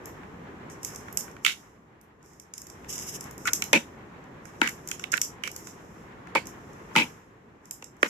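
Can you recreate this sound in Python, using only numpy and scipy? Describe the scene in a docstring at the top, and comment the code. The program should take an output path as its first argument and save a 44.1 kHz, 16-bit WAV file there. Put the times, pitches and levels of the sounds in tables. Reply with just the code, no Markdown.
"""On a counter in a quiet room, a small parrot shoves glass marbles about a shallow cardboard box, close to a
two-port microphone. Each impact excites damped modes: beak and claws click on glass and rap the card; marbles
ring the walls, boom the floor and chatter in quick rebounds. Claws and feathers scratch by stick-slip friction.
The room adds a short reverberation, whose tails below the treble are cut short as they fade, and a low
background noise whose level sinks and recovers."""
import sys
import numpy as np
from scipy import signal
from scipy.fft import rfft, irfft
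from scipy.io import wavfile
from scipy.ndimage import uniform_filter1d

SR = 44100
rng = np.random.default_rng(int(sys.argv[2]) if len(sys.argv) > 2 else 0)


def store_wav(level_fs):
    """Save 16-bit WAV to argv[1]."""
    pcm = np.round(np.clip(np.atleast_2d(level_fs), -1, 1) * 32767)
    wavfile.write(sys.argv[1], SR, pcm.T.astype(np.int16))


N = 356769

# Level of the room's rumble: time_s, level_db
RUMBLE_LEVEL = [(0.0, -45.5), (1.28, -46), (1.53, -52.5), (1.83, -57), (2.55, -57), (2.75, -49.5),
                (3.02, -46.5), (3.65, -45.5), (3.85, -47.5), (4.3, -47.5), (5.4, -49), (6.04, -48),
                (7.05, -46), (7.21, -54), (7.75, -55.5), (8.09, -55)]
# Spectral shapes of the low rumble and the murmur above it: frequency_hz, density_db
RUMBLE_SPECTRUM = [(15, -73.5), (25, -20), (59, -4.5), (158, 0), (270, -2.5), (412, -3), (469, -5.5),
                   (638, -11), (692, -13), (1200, -14), (1560, -40), (2640, -120)]
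MURMUR_SPECTRUM = [(410, -60.5), (700, -10), (1110, -7.5), (1150, -10), (1250, -10.5), (1360, -10.5),
                   (1870, -11.5), (4800, -35), (6240, -76.5), (10600, -120)]
# Likeness of the background at the two ports: frequency_hz, correlation
PORT_CORRELATION = [(60, .93), (200, 0.94), (380, .78), (700, 0.13), (1300, 0.01), (15000, 0.0086)]
# Claws and feathers drag over card: start_s, hold_s, level_db
RUB_STROKES = [(0.05, 0.059, -61.5), (0.7, 0.1, -69), (0.84, 0.066, -49), (1.0, 0.3, -61),
               (1.455, 0.033, -46.5), (2.25, 0.088, -62), (2.55, 0.58, -64), (3.2, 0.066, -56.5),
               (3.4, 0.39, -55), (4.45, 0.36, -64), (4.62, 0.053, -49.5), (4.852, 0.2, -60.5),
               (5.12, 0.027, -57), (5.45, 0.23, -54), (5.8, 0.22, -65), (6.4, 0.5, -65),
               (6.96, 0.04, -46.5), (7.65, 0.2, -66), (8.035, 0.05, -48)]
# One long scrape along the card: time_s, level_db
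SCRAPE_LEVEL = [(2.86, -95), (2.892, -39.5), (2.96, -42), (2.972, -46.5), (3.098, -42), (3.11, -47),
                (3.16, -40.5), (3.185, -52.5), (3.3, -92.5)]
# Modes of hard contact, box walls, box floor and the hollow's air and card: pitch_hz, width_hz, gain_db
TICK_MODES = [(5150, 520, -2), (6670, 2160, 8), (8030, 1540, -1.5), (11070, 3600, -3.5), (11840, 2060, 1.5),
              (13800, 600, -13)]
WALL_MODES = [(1110, 236, -7), (1449, 160, 9), (1790, 810, 14), (2305, 185, 7.5), (2596, 104, 3),
              (2870, 755, 15), (3950, 48, -17), (4300, 1300, -7)]
FLOOR_MODES = [(167, 29, -1), (229.6, 31, 1.5), (319.4, 68, 4.5), (533, 113, 7), (640, 350, -4)]
HOLLOW_MODES = [(930, 85, 8.5), (790, 52, -9.5)]
# Beak and claws on glass (pan is left over right): start_s, tick_db, pan_db, tick_top_db
GLASS_CLICKS = [(0.0564, -26.5, 1, 7), (0.831, -21, -2.1, 1), (0.8472, -13.5, -6.5, 3),
                (0.9472, -25, -1, -7), (0.959, -19.5, -3, -3), (1.1265, -33.5, -8, 15),
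                (1.1719, -6.5, -8, 3.5), (1.207, -18, -2.1, -4), (1.313, -38, -6, -2),
                (2.0123, -44, -12, 6), (2.2275, -43, -6, -8), (2.2595, -43, -5, -1),
                (2.333, -43.5, -10, -8), (2.398, -27.5, -6, -3), (2.537, -18.5, -5, -12.5),
                (2.579, -19, -1, -2), (2.617, -24, -1.1, -1), (2.6677, -28, -7, 0), (2.6992, -26.5, -5, -5),
                (2.9261, -18, -2, -9), (2.98, -15, -2, -9), (2.9885, -19, -5, -9), (2.9966, -23, 6, -9),
                (3.208, -18.5, -1, 0), (3.24, -30, 6, 4), (3.31, -29, 2, 4), (3.379, -29.5, -7, 4),
                (3.5325, -0.5, -1.1, -1.5), (3.639, -18, -5, 3), (4.2394, -46, -2, -6),
                (4.686, -20, -5, -6), (4.692, -19, 3, 1.5), (4.874, -20.5, -4, 4), (4.8866, -16.5, 4, -3),
                (5.118, -14, -12, -5), (5.1214, -10.5, -5, -5), (5.17, -20, 2, 4.5),
                (5.215, -1.5, -0.5, -3), (5.5146, -24.5, 0.4, 3), (5.5622, -18, -4, 1.5),
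                (6.4695, -21.5, -1, -0.5), (6.7318, -39, -4, -5), (7.655, -34, -3, -3),
                (7.7093, -16, -2.5, 4), (7.842, -24.5, -6, -7), (7.9665, -47, -1, -1)]
# Beak and claws on card: start_s, ring_db, tick_db, pan_db, ring_hz, send_db
CARD_TAPS = [(0.232, -46, -59, -8, 1450, -7), (0.6987, -49.5, -32.5, -4, 1363, 7),
             (1.0825, -37.5, -43.5, -4, 1320, -5.5), (1.279, -44, -41.5, 0, 1420, -3),
             (1.365, -43.5, -42.5, -2, 1594, -5), (1.4482, -17, -10, -7, 2900, -2.5),
             (1.4628, -15.5, -14, -8.5, 2416, -4.5), (2.8445, -47.5, -45, 0, 1960, -1),
             (3.453, -29.5, -22.5, -4, 1320, 10.5), (3.4725, -20.5, -11, -5, 1390, -16),
             (3.621, -22.5, -9, -2.5, 2890, -8), (4.4534, -45, -33, -12.5, 1300, -1),
             (4.6738, -24.5, -18, -10, 2060, -11), (4.9132, -29, -12, -4.5, 2460, -5),
             (4.995, -39, -22.5, -3, 1780, -1.5), (5.039, -28.5, -28, -9, 3050, -10),
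             (5.138, -23, -24, -22.5, 1530, -25), (5.1766, -27.5, -21.5, -11, 2030, -17.5),
             (5.436, -27, -23, -8.5, 2400, -1.5), (5.475, -30.5, -19, -10, 1830, -12),
             (5.6701, -44, -24.5, -4.5, 1650, 1.5), (6.2705, -42, -46, 1, 1390, 1),
             (6.4554, -52, -31.5, -2, 1330, 5)]
# A marble rebounds on wall and floor: start_s, length_ms, ring_db, ring_hz, boom_db, boom_hz
MARBLE_RATTLES = [(1.466, 80, -41.5, 2800, -75, 348), (3.476, 23, -42.5, 1890, -65, 354),
                  (3.734, 53.8, -29.5, 2470, -36, 340), (4.622, 92, -35.5, 2015, -52, 282),
                  (5.125, 64, -41.5, 1633, -55, 350), (5.442, 72, -50, 2100, -61, 353),
                  (6.352, 41, -36.5, 2135, -45.5, 480), (6.965, 86, -29, 2530, -36, 262),
                  (8.04, 43, -47.5, 1900, -50.5, 420)]
# A marble hits a wall: start_s, ring_db, tick_db, pan_db, ring_hz, send_db, boom_db, boom_hz, hollow_db
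MARBLE_KNOCKS = [(3.7299, -12.5, -1.5, -1, 2325, -4.5, -17, 532, -23),
                 (4.615, -11.5, -16, 3.5, 1680, -10, -21, 284, -25),
                 (6.3505, -25.5, -19.5, -9.5, 2160, -0.5, -26, 431, -31.5),
                 (6.3554, -49, -36, -10, 2110, -26, -20, 554, -17.5),
                 (6.9532, -19.5, -42, -2, 1400, -20, -29, 346, -32),
                 (6.9612, -14, -14.5, -0.5, 2400, 0.5, -21, 237, -21),
                 (7.8237, -41.5, -30, 1.5, 2400, -9, -44.5, 425, -47),
                 (8.029, -8.5, -14.5, -4, 1480, -14.5, -17.5, 460, -34.5)]

MURMUR_UNDER_DB, HISS_UNDER_DB = 4.5, 23.5   # both follow the rumble's level
STROKE_RISE_DB_PER_S, STROKE_FALL_DB_PER_S = 602.5, 100
RASP_HZ, RASP_OCTAVES, RASP_DB = 3300, 0.4, -13.5
CLICK_MS, TAP_MS, KNOCK_MS = 11, 10.8, 10.5
CLICK_RING_DB, CLICK_RING_HZ, CLICK_SEND_DB = -32, 2700, -4   # the box barely rings under a click
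TICK_TOP_HZ, TAP_TOP_DB, KNOCK_TOP_DB = 9500, -4.5, -6   # card dulls the top of the tick
ROOM_GAP_S, ROOM_FADE_S, ROOM_ALIKE_HZ = 0.017, 0.029, 550
GATE_DB, GATE_MS, GATE_BELOW_HZ = -43, 16, 2780


def from_db(db):
    """Amplitude ratio of a level in decibels."""
    return 10 ** (np.asarray(db) / 20)


def unit_rms(x):
    """Normalisation to rms 1."""
    return x / np.sqrt(np.mean(x ** 2) + 1e-20)


def in_time(curve):
    """Linear interpolation of a curve at every sample."""
    return np.interp(np.arange(N) / SR, *np.transpose(curve))


def at_hz(spectrum, hz):
    """Interpolation on a log-frequency axis."""
    known_hz, values = np.transpose(spectrum)
    return np.interp(np.log(hz), np.log(known_hz), values)


def drift(rate_hz):
    """Random modulation: low-passed noise of rms 1."""
    pole = np.exp(-2 * np.pi * rate_hz * 40 / SR)   # one step per 40 samples
    slow = signal.lfilter([1], [1, -2 * pole, pole * pole], rng.standard_normal(N // 40 + 2002))[2000:]
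    return np.interp(np.arange(N) / 40, np.arange(len(slow)), unit_rms(slow))


def high_pass(x, hz, order=4):
    """Attenuation below hz, 6 dB per octave for each order."""
    return signal.sosfilt(signal.butter(order, hz, "high", fs=SR, output="sos"), x)


def resonate(force, hz, width_hz):
    """Damped oscillator: the wider the band, the faster the decay."""
    radius, angle = np.exp(-np.pi * width_hz / SR), 2 * np.pi * hz / SR
    return signal.lfilter([0.5, 0, -0.5], [1, -2 * radius * np.cos(angle), radius ** 2], force + 1e-18)


def driven(force, modes):
    """Forced vibration: modal responses superpose, signs alternating."""
    return sum((-1) ** k * from_db(db) * resonate(force, hz, width)
               for k, (hz, width, db) in enumerate(modes))


def near(modes, centre_hz, octaves):
    """Selective excitation: the spot touched favours modes near one pitch, 6 dB less `octaves` away."""
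    return [(hz, width, db - 6 * (np.log2(hz / centre_hz) / octaves) ** 2) for hz, width, db in modes]


def room_noise(spectrum, flicker_db):
    """Partial coherence: gently flickering noise of rms 1, alike at both ports in the bass."""
    hz = np.maximum(np.arange(N // 2 + 1) * SR / N, 1)
    mid, side = rfft(rng.standard_normal((2, N))) * from_db(at_hz(spectrum, hz))
    alike = at_hz(PORT_CORRELATION, hz)
    pair = np.sqrt(1 + alike) * mid + np.sqrt(1 - alike) * side * [[1], [-1]]
    return unit_rms(irfft(pair, N) * from_db(flicker_db * drift(11)))


def rubbing_level(hiss_db):
    """Incoherent addition: strokes, the long scrape and a faint hiss sum in power; result in dB."""
    t = np.arange(N) / SR
    power = from_db(2 * hiss_db) + from_db(2 * in_time(SCRAPE_LEVEL))
    for start_s, hold_s, level_db in RUB_STROKES:
        loss_db = STROKE_RISE_DB_PER_S * np.maximum(start_s - t, 0)
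        loss_db += STROKE_FALL_DB_PER_S * np.maximum(t - start_s - hold_s, 0)
        power += from_db(2 * (level_db - loss_db))
    return 10 * np.log10(power)


def scratch(level_db, slips_per_s, spread_db, smooth):
    """Stick-slip friction: slips and a smooth rub drive the tick modes; pressure adds a wall rasp."""
    sizes = from_db(spread_db * np.minimum(rng.exponential(1, (2, N)), 4)) * rng.choice([-1, 1], (2, N))
    slips = sizes * (rng.random(N) < slips_per_s * from_db(3 * drift(20)) / SR)
    pressure = np.clip((level_db + 63) / 18, 0, 1)   # faint rubbing is all smooth
    force = pressure * unit_rms(slips) * from_db(4 * drift(29)) + smooth * rng.standard_normal((2, N))
    hiss = unit_rms(high_pass(driven(force, TICK_MODES), 5100))
    rasp = unit_rms(driven(force, near(WALL_MODES, RASP_HZ, RASP_OCTAVES)))
    return from_db(level_db) * (hiss + from_db(RASP_DB) * pressure * rasp)


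def jolt(alike, length_ms):
    """Transient force: a noise burst, partly shared by the ports, decaying 60 dB in length_ms."""
    age = np.arange(SR // 14) / SR * 1000 * np.log(1000) / length_ms   # in time constants
    shared, left, right = rng.standard_normal((3, len(age))) * (1 - np.exp(-2.5 * age)) * np.exp(-age)
    return alike * shared + (1 - alike) * np.array([left, right])


def strike(force, modes):
    """Impact excitation: each mode takes the energy of a unit impulse, then its own gain."""
    out = 0
    for k, (hz, width, db) in enumerate(modes):
        ring = resonate(force, hz, width)
        impulse_energy = SR / (4 * np.pi * width)
        ring *= np.sqrt(impulse_energy / np.sum(ring ** 2, axis=1, keepdims=True))
        out += (-1) ** k * from_db(db) * ring
    return out


def impact(ring_db, tick_db, pan_db, ring_hz, length_ms, top_db, *marble):
    """Free vibration after a blow: tick and wall ring; a marble adds floor boom and a hollow note."""
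    ring = strike(jolt(0.2, length_ms), near(WALL_MODES, ring_hz, octaves=0.79))
    tick_modes = [(hz, width, db + top_db * (hz > TICK_TOP_HZ)) for hz, width, db in TICK_MODES]
    tick = high_pass(strike(jolt(0.073, length_ms), tick_modes), 5870)
    out = high_pass(from_db(ring_db) * ring + from_db(tick_db) * tick, 1100)
    out *= from_db([[pan_db / 2], [-pan_db / 2]])
    if marble:
        boom_db, boom_hz, hollow_db = marble
        boom = strike(jolt(0.67, length_ms=22), near(FLOOR_MODES, boom_hz, octaves=0.61))
        hollow = strike(jolt(0.81, length_ms=15.3), HOLLOW_MODES)
        out += from_db(boom_db) * boom + from_db(hollow_db) * hollow
    return out


def contacts():
    """Superposition of all clicks, taps and knocks: the direct sound and the share sent to the room."""
    clicks = [(start_s, db + CLICK_RING_DB, db, pan_db, CLICK_RING_HZ, CLICK_SEND_DB, CLICK_MS, top_db)
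              for start_s, db, pan_db, top_db in GLASS_CLICKS]
    taps = [(*tap, TAP_MS, TAP_TOP_DB) for tap in CARD_TAPS]
    knocks = [(*knock[:6], KNOCK_MS, KNOCK_TOP_DB, *knock[6:]) for knock in MARBLE_KNOCKS]
    direct, send = np.zeros((2, 2, N + SR))
    for start_s, ring_db, tick_db, pan_db, ring_hz, send_db, *rest in knocks + taps + clicks:
        sound = impact(ring_db, tick_db, pan_db, ring_hz, *rest)
        i = round(start_s * SR)
        direct[:, i:i + sound.shape[1]] += sound
        send[:, i:i + sound.shape[1]] += from_db(send_db) * sound
    return direct[:, :N], send[:, :N]


def reverberation(send):
    """Reflection: near surfaces answer first, far walls after a gap; decay is almost exponential."""
    t = np.arange(SR // 3) / SR
    early = np.clip(t / 0.00073, 0, 1)
    late = np.clip(t / ROOM_GAP_S, 0, 1) ** 3
    envelope = (early + late) * np.exp(-(t / ROOM_FADE_S) ** 0.99)
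    echoes = rng.standard_normal((2, len(t))) * envelope / np.sqrt(np.sum(envelope ** 2))
    # Long waves reach both ports alike.
    echoes[1] = echoes[0] + high_pass(echoes[1] - echoes[0], ROOM_ALIKE_HZ, order=1)
    crossfed = 0.91 * send + 0.22 * send[::-1]
    return signal.fftconvolve(crossfed, echoes, axes=1)[:, :N]


def noise_gate(tails):
    """Downward expansion: below the treble, tails are suppressed as they sink under a threshold."""
    low = signal.sosfiltfilt(signal.butter(3, GATE_BELOW_HZ, fs=SR, output="sos"), tails)
    power = uniform_filter1d(np.mean(low ** 2, axis=0), size=int(GATE_MS * SR / 1000))
    return tails - low / (1 + np.abs(power / from_db(2 * GATE_DB)) ** 0.55)


def rattles(bounces_per_s, spread_db):
    """Repeated rebound: a marble's random impulses on wall and floor swell, sink and stop short."""
    out = np.zeros((2, N + SR))
    n = SR // 6
    for start_s, length_ms, ring_db, ring_hz, boom_db, boom_hz in MARBLE_RATTLES:
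        progress = np.arange(n) / SR * 1000 / length_ms
        envelope = np.clip(progress / 0.089, 0, 1) * np.exp(-1.6 * progress)
        envelope *= np.clip((1 - progress) / 0.28, 0, 1)
        hits = rng.random(n) < bounces_per_s / SR
        sizes = from_db(spread_db * rng.standard_normal(n))
        bounces = envelope * hits * sizes * rng.standard_normal((3, n))
        soften = signal.butter(2, 3.1 * ring_hz, fs=SR, output="sos")   # card gives under the marble
        force = signal.sosfilt(soften, bounces + 1e-18)
        shared, sides = force[0], force[1:]
        ring = unit_rms(strike(sides, near(WALL_MODES, ring_hz, octaves=0.15)))
        boom = unit_rms(strike(shared + 0.35 * sides, near(FLOOR_MODES + HOLLOW_MODES, boom_hz, 1)))
        scale = np.sqrt(n / (length_ms * SR / 1000))   # refers the rms to the rattle's own length
        i = round(start_s * SR)
        out[:, i:i + n] += scale * (from_db(ring_db) * high_pass(ring, 670) + from_db(boom_db) * boom)
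    return out[:, :N]


def scene():
    """Linear superposition: contacts, rattles, gated reverberation, scratching and room noise."""
    direct, send = contacts()
    rumble_db = in_time(RUMBLE_LEVEL)
    rumble = room_noise(RUMBLE_SPECTRUM, flicker_db=0.78)
    murmur = from_db(-MURMUR_UNDER_DB) * room_noise(MURMUR_SPECTRUM, flicker_db=1.5)
    background = from_db(rumble_db) * (rumble + murmur)
    rub = scratch(rubbing_level(rumble_db - HISS_UNDER_DB), slips_per_s=7600, spread_db=4, smooth=0.89)
    rub *= from_db([[-0.8], [0.8]])   # slightly to the right
    chatter = rattles(bounces_per_s=2100, spread_db=0.5)
    return direct + chatter + noise_gate(reverberation(send)) + rub + background


def record(dry):
    """Saturation and band limiting: peaks are rounded and the treble fades out above about 15 kHz."""
    rounded = 1.5 * np.tanh(dry / 1.5)
    heard = signal.sosfilt(signal.butter(8, 14900, fs=SR, output="sos"), rounded)
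    return signal.sosfilt(signal.cheby2(12, 70, 15800, fs=SR, output="sos"), heard)


dry = scene()
out = record(dry)
store_wav(out)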